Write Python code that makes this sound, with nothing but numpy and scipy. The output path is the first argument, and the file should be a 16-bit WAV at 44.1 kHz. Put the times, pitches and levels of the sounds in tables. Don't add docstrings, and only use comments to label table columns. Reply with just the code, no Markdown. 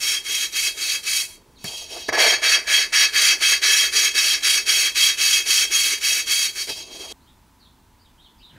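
import sys
import numpy as np
from scipy import signal
from scipy.fft import rfft, irfft, next_fast_len
from scipy.io import wavfile
from scipy.ndimage import uniform_filter1d

SR = 44100
rng = np.random.default_rng(int(sys.argv[2]) if len(sys.argv) > 2 else 0)


def wav_record(signal):
    frames = np.transpose(np.atleast_2d(signal))
    bounded = np.clip(frames, -1, 1)
    quanta = np.round(bounded * 32767).astype(np.int16)
    wavfile.write(sys.argv[1], SR, quanta)


def field_ratio(decibels):
    return 10 ** (np.asarray(decibels, dtype=float) / 20)


N = 378368
T = np.arange(N) / SR


def level(x, db):
    return x * field_ratio(db) / np.sqrt(np.mean(x ** 2))


def ring(x, hz, width):
    return signal.lfilter(*signal.iirpeak(hz, hz / width, fs=SR), x)


def band_filter(x, hz, kind):
    return signal.sosfilt(signal.butter(2, hz, kind, fs=SR, output="sos"), x)


def colour(x, spectrum):
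    hz, db = np.transpose(spectrum)
    size = next_fast_len(x.shape[-1])
    f = np.fft.rfftfreq(size, 1 / SR) + 1
    gain = field_ratio(np.interp(np.log(f), np.log(hz), db))
    return irfft(rfft(x, size) * gain, size)[..., :x.shape[-1]]


def walk(rate):
    k = int(SR / rate)
    steps = np.repeat(rng.standard_normal(N // k + 1), k)
    return 1.47 * uniform_filter1d(steps, k)[:N]


def tail(t60, spread):
    t = np.arange(SR // 2) / SR
    mid, side = rng.standard_normal((2, len(t))) * np.exp(-np.log(1000) * t / t60)
    return np.array([mid + spread * side, mid - spread * side]) / np.sqrt(np.sum(mid ** 2))


def through(x, response):
    return signal.fftconvolve(x[None], response, axes=1)[:, :N]


def grit(scatter_db, patchy_db):
    luck = np.minimum(rng.exponential(size=N), 5)
    return level(rng.standard_normal(N) * field_ratio(scatter_db * luck + patchy_db * walk(70)), 0)


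def modes(force, blows, table, wander_db, spread):
    mid, side = np.zeros(N), np.zeros(N)
    knots = np.arange(0, N / SR + 1, .12)
    sense = rng.choice([-1, 1], N + len(table))
    for k, (hz, width, db) in enumerate(table):
        fed = np.interp(T, knots, field_ratio(db + wander_db * rng.standard_normal(len(knots))))
        push = force * sense[k:k + N] + (-1) ** k * blows
        tone = ring(fed * push, hz, width)
        mid += tone
        side += spread * rng.standard_normal() * tone
    return np.array([mid + side, mid - side])


# pitch_hz [Hz], width_hz [Hz], level_db [dB]
WALLS = [(1130, 60, -24), (1270, 40, -21), (1400, 70, -24), (1570, 50, -17), (1700, 47, -8),
         (1900, 80, -16), (2020, 30, -15), (2085, 30, -12), (2190, 45, -11), (2330, 38, -12)]
# pitch_hz [Hz], width_hz [Hz], level_db [dB]
BLOCK = [(2577, 22, -5), (2600, 22, -6), (2850, 40, -17), (3020, 200, -18), (3232, 20, -3), (3258, 20, -1),
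         (3803, 22, -7), (3880, 25, -12), (4080, 38, -11), (4360, 22, -9), (4475, 20, -2), (4510, 20, -8),
         (4622, 17, -6), (4768, 26, -7), (4860, 25, -11), (5038, 20, -12), (5257, 13, -12), (5511, 31, -7),
         (5680, 38, -7), (5977, 14, -16), (6135, 22, -13), (6442, 30, -11), (6548, 35, -8), (6601, 25, -9)]
# pitch_hz [Hz], width_hz [Hz], level_db [dB]
FINS = [(6830, 19, -3), (7140, 170, -1), (7550, 25, -3), (7780, 140, -4), (8100, 50, -10), (8560, 37, -2),
        (8860, 34, -1), (9190, 160, 0), (9660, 91, -5), (9800, 15, -11), (10100, 52, -3), (10500, 28, -10),
        (10900, 77, -3), (11100, 45, -9), (11700, 26, -7), (12100, 75, -3), (12300, 23, -9),
        (12700, 59, -14), (12800, 29, -16), (13200, 43, -12), (13500, 40, -13), (13900, 75, -14),
        (14100, 29, -19), (14400, 93, -12), (14700, 21, -16), (14900, 36, -16), (15500, 47, -19)]
# pitch_hz [Hz], level_db [dB per Hz]
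DENSE = [(700, -24.5), (1100, -13.5), (1500, -8.5), (1800, -2.5), (2300, 1), (3000, -22.5), (3600, -17),
         (4500, -11), (6000, -7.5), (7200, -7.5), (9000, -12), (12000, -14), (16000, -27)]
RING_T60_S = .06


def casting(low, rub, high, blows, dense_db):
    metal = modes(low, 2.5 * blows, WALLS, wander_db=1.5, spread=.05)
    metal += field_ratio(1.5) * modes(rub, blows, BLOCK, wander_db=2.2, spread=.07)
    metal += modes(high * field_ratio(-20), .03 * blows, FINS, wander_db=1.5, spread=.07)
    # force, band edges (Hz), stereo spread, level (dB)
    bands = [(low + 2.5 * blows, [700, 2400], .07, -13),
             (rub + blows, [2400, 7000], .1, -14),
             (high, [7000, 17000], .18, -18)]
    for force, edges_hz, spread, db in bands:
        part = band_filter(force, edges_hz, "band")
        wash = colour(tail(RING_T60_S, spread), DENSE)[:, :SR // 4]
        metal += field_ratio(dense_db + db) * through(part, wash)
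    return band_filter(metal, 1100, "high")


COARSE_DB, FINE_DB, DENSE_DB = (10, -8), (-1, 4.5), (-9, 3.5)
BENCH_DB, PORT_DB = (-30.5, -44, -47), (-14, -40, -52)
STEM_COARSE_DB, STEM_FINE_DB, STEM_DENSE_DB, STEM_BENCH_DB, STEM_PORT_DB = 6.5, 3, -4.5, 4, -12
BENCH_FOLLOWS, PORT_FOLLOWS, REVERSAL_SHAKE, USUAL_DB = 0.423, 0.41, 0.84, -16
SLOW_HISS = 0.33


def lapping():
    effort, load, lifted, fresh, settling = contact()

    def blend(new_db, worn_db, stem_db):
        seat_db = worn_db + (new_db - worn_db) * fresh
        return (1 - lifted) * seat_db + lifted * stem_db

    coarse = blend(*COARSE_DB, load + STEM_COARSE_DB)
    fine = blend(*FINE_DB, STEM_FINE_DB)
    dense = blend(*DENSE_DB, STEM_DENSE_DB)
    blows, air = knocks()
    rub = grit(scatter_db=2.5, patchy_db=.8) * field_ratio(effort + 17.5)
    pace = uniform_filter1d(effort, SR // 7) - uniform_filter1d(effort, SR // 2)
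    pace = np.clip(pace, -8, 6)
    low = rub * field_ratio(coarse - 0.5 * pace - 1.0)
    slack = (1 - lifted) * np.maximum(effort - USUAL_DB, -45)
    creep = SLOW_HISS * np.clip(slack + 8, -24, 0)
    high = rub * field_ratio(fine + 0.35 * pace - creep)
    metal = casting(low, rub, high, blows, dense)
    bench = blend(*BENCH_DB[1:], effort + load + STEM_BENCH_DB)
    bench += (BENCH_DB[0] - BENCH_DB[1]) * settling
    bench += BENCH_FOLLOWS * slack - REVERSAL_SHAKE * pace
    port = blend(*PORT_DB[1:], effort + STEM_PORT_DB)
    port += (PORT_DB[0] - PORT_DB[1]) * settling
    metal += air + boom(blows, bench, port + PORT_FOLLOWS * slack)
    return metal + field_ratio(-38.0) * through(metal.mean(0), tail(.3, spread=0.2))


# start_s [s], length_s [s],
# level_db [dB], sag_db [dB], rise_s [s]
TWIRLS = [(0, 0.2, -20.5, 0, 0.044), (0.242, 0.25, -22.5, 1, 0.069), (0.521, 0.2, -20.5, -3, 0.061),
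          (0.765, 0.24, -22.5, 3.5, 0.078), (1.033, 0.23, -22, -1.5, 0.053),
          (2.128, 0.087, -26, 1, 0.0083), (2.175, 0.21, -14.5, 5, 0.045), (2.421, 0.18, -15, 0, .035),
                (2.67, 0.21, -16, 9.5, 0.074), (2.928, 0.16, -14, -2, 0.018),
                (3.127, 0.24, -14, 0.5, 0.067), (3.407, 0.18, -14, 3.5, 0.041),
                (3.618, 0.28, -15, -0.5, .03), (3.92, .2, -15, -0.5, 0.049), (4.142, 0.25, -16, 0, .04),
                (4.427, .2, -15, 4, 0.053), (4.659, .26, -16.5, 3, 0.042), (4.95, 0.19, -15.5, -1, 0.032),
                (5.175, 0.26, -16, 2, 0.049), (5.457, 0.22, -16, 0, 0.05), (5.709, .27, -17.5, 2.5, 0.037),
                (6.01, 0.23, -18, 1.5, 0.052), (6.263, 0.25, -19.5, 3, 0.054), (6.555, 0.12, -26, 3, 0.026)]
REST_DB = -70
LEAD_S, JOLT_S, JOLT_DB, JOLT_DB_PER_S = 0.0083, .013, -20, 500.5
SLOWING_S, SLOWING_DB_PER_S = 0.041, 329.5
CREEP_DB, CREEP_DB_PER_S = -14, 104
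STICK_S, STICK_DB_PER_S = .14, 350


def twirls():
    force = np.full(N, field_ratio(REST_DB))
    for s, length, db, sag_db, rise_s in TWIRLS:
        span = slice(max(int((s - LEAD_S) * SR), 0), int((s + 1) * SR))
        age = T[span] - s + LEAD_S
        swell = np.clip(age / max(rise_s, .005), 0, 1)
        jolt = (age > JOLT_S) * field_ratio(JOLT_DB - JOLT_DB_PER_S * np.abs(age - JOLT_S))
        late = np.maximum(age - length + SLOWING_S, 0)
        slowing = field_ratio(-SLOWING_DB_PER_S * late)
        creeping = field_ratio(CREEP_DB - CREEP_DB_PER_S * late)
        sticking = field_ratio(-STICK_DB_PER_S * np.maximum(late - STICK_S, 0))
        stop = np.maximum(slowing, creeping) * sticking
        sag = sag_db * (.5 - np.clip(age / length, 0, 1))
        force[span] += (swell + jolt) * stop * field_ratio(db + sag)
    return force


# start_s [s], level_db [dB], side_load_db [dB]
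LIFTS = [
    [(1.58, -58.5, -21), (1.638, -42, -30), (1.644, -30, -16), (1.828, -33, -33), (1.876, -44, -15),
     (1.924, -32.5, -18), (2.0, -32.5, -12.5), (2.078, -38, -40), (2.085, -28.5, -3)],
    [(6.67, -31, -10), (6.68, -35, 2), (6.696, -23, -13), (6.742, -35, -21), (6.808, -31.5, -18),
     (6.854, -44, -20), (7.012, -35, -8.5), (7.06, -39.5, -11), (7.12, -33.5, -14)],
]
RESEAT_S, WORKED_BEFORE_S = 2.1, 3.5
WEAR_S, SETTLE_S = 2.17, .35


def contact():
    seat, stem, load = twirls(), np.zeros(N), np.zeros(N)
    for lift in LIFTS:
        s, db, load_db = np.transpose(lift)
        during = (T > s[0]) & (T < s[-1] + .01)
        stem += during * field_ratio(np.interp(T, s, db) + 0.6 * walk(90))
        load += during * np.interp(T, s, load_db)
    worked = np.where(T < RESEAT_S, T + WORKED_BEFORE_S, T - RESEAT_S)
    effort, lifted = 20 * np.log10(seat + stem), stem / (seat + stem)
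    return effort, load, lifted, np.exp(-worked / WEAR_S), np.exp(-worked / SETTLE_S)


# start_s [s], blow_db [dB], contact_ms [ms], thump_db [dB], crack_db [dB]
KNOCKS = [
    (1.643, -7.5, .15, -34, -20.5),
    (2.088, 10, .25, -36, -29.5),
    (2.134, 1, .25, -48, -27),
    (6.692, -12, .2, -38.5, -39),
    (6.698, -15, .15, -75, -40),
]


def knocks():
    force, air, t = np.zeros(N), np.zeros(N), np.arange(SR // 8) / SR
    for s, db, ms, thump_db, crack_db in KNOCKS:
        k = int(s * SR)
        noise = rng.standard_normal((3, len(t)))
        chatter = noise[0] * np.exp(-t / 0.0026)
        force[k:k + len(t)] += field_ratio(db) * uniform_filter1d(chatter, max(1, int(ms * SR / 1000)))
        thump = level(ring(noise[1], 130, 160), thump_db) * np.exp(-t / 0.021)
        crack = field_ratio(crack_db) * noise[2] * np.exp(-t / 0.00066)
        air[k:k + len(t)] += thump + crack
    return force, air


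# pitch_hz [Hz], width_hz [Hz], level_db [dB]
BENCH = [(347.7, 66, -3), (406, 64, -3)]
# pitch_hz [Hz], width_hz [Hz], level_db [dB]
PORT = [(460, 65, -4.5), (652, 81, -0.5), (886, 150, -7.5), (1150, 140, -10)]
# peak_s [s], spread_s [s], bench_db [dB],
# port_db [dB]
DRAGS = [
    (1.795, 0.064, 7, 0.5),
    (1.969, 0.015, 3, 10),
    (6.968, 0.017, 10, 5),
    (7.052, .02, -4, 13),
]


def boom(blows, bench_db, port_db):
    shake = grit(scatter_db=1.5, patchy_db=2.0)
    for s, length, more_bench_db, more_port_db in DRAGS:
        drag = np.exp(-.5 * ((T - s) / length) ** 2)
        bench_db = bench_db + more_bench_db * drag
        port_db = port_db + more_port_db * drag
    both = modes(shake * field_ratio(bench_db + 21.5), 0.75 * blows, BENCH, wander_db=2.0, spread=.02)
    both += modes(shake * field_ratio(port_db + 17.0), 0.61 * blows, PORT, wander_db=-0.5, spread=.08)
    return ring(both, 600, 900) * field_ratio(np.array([[-.7], [.7]]))


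# start_s [s], length_s [s], start_hz [Hz], end_hz [Hz], level_db [dB]
CHIRPS = [(1.55, 0.044, 4680, 3270, -63), (7.197, 0.063, 3800, 4690, -73),
          (7.256, 0.059, 3150, 3800, -66.5), (7.591, 0.063, 4840, 3490, -63.5),
          (7.644, 0.032, 3670, 3440, -63), (7.984, 0.054, 4420, 5000, -68.5),
          (8.039, 0.045, 4050, 3000, -67), (8.174, 0.068, 2900, 4310, -63), (8.222, .05, 4300, 4120, -70),
          (8.233, 0.047, 3800, 3050, -59.5), (8.376, 0.042, 5200, 4320, -65),
          (8.391, 0.044, 2400, 3520, -65), (8.419, 0.056, 3950, 3690, -56),
          (8.477, 0.042, 3700, 2900, -62.5)]
BURR_HZ = 239.6


def sparrows():
    song = np.zeros(N)
    for s, length, hz0, hz1, db in CHIRPS:
        u = np.clip((T - s) / length, 0, 1)
        hz = hz0 + (hz1 - hz0) * u + BURR_HZ * np.sin(2 * np.pi * 90 * T)
        song += field_ratio(db + 11.0) * np.sin(np.pi * u) * np.sin(2 * np.pi * np.cumsum(hz) / SR)
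    walls = through(song, tail(.3, spread=0.09))
    yard = through(song, tail(0.98, spread=0.15))
    return 0.64 * song + 0.83 * walls + .3 * yard


# pitch_hz [Hz], level_db [dB per Hz]
AIR = [(15, -18), (25, 4.5), (45, 3), (75, 4.5), (120, -5.5), (250, -3), (500, -18.5), (1000, -13.5),
       (2000, -21), (3000, -22), (5000, -24), (10000, -27), (16000, -29)]
# pitch_hz [Hz], width_hz [Hz], level_db [dB]
FAN = [(880, 28, -68.5), (978, 40, -69)]
# start_s [s], level_db [dB]
SHIFT = [
    (8.49, -70.5),
    (8.53, -55),
    (8.58, -48),
]


def workshop():
    mid, side, drag = rng.standard_normal((3, N))
    side = side - uniform_filter1d(side, SR // 150)
    apart = 0.15 * side * np.array([[1], [-1]])
    air = level(colour(mid + apart, AIR), -56) * field_ratio(0.6 * walk(2.7))
    fan = sum(level(ring(rng.standard_normal(N), hz, width), db) for hz, width, db in FAN)
    scrape = ring(ring(drag, 1500, 900), 1500, 900)
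    rumble = level(ring(drag, 130, 90), 0) + level(scrape, -8.0)
    return air + fan + rumble * field_ratio(np.interp(T, *np.transpose(SHIFT)))


CHANGE_S = 7.126


def scene():
    return lapping() * np.clip((CHANGE_S - T) / 0.0011, 0, 1) + sparrows() + workshop()


def low_pass(x):
    return signal.sosfilt(signal.butter(12, 16450, fs=SR, output="sos"), x)


# pitch_hz [Hz], level_db [dB]
TOP = [(15750, 0), (15830, -80)]


def record(dry):
    heard = dry * field_ratio(np.array([[-.25], [.25]]))
    soft = np.tanh(.8 * heard) / .8
    return low_pass(colour(soft, TOP))


dry = scene()
out = record(dry)
wav_record(out)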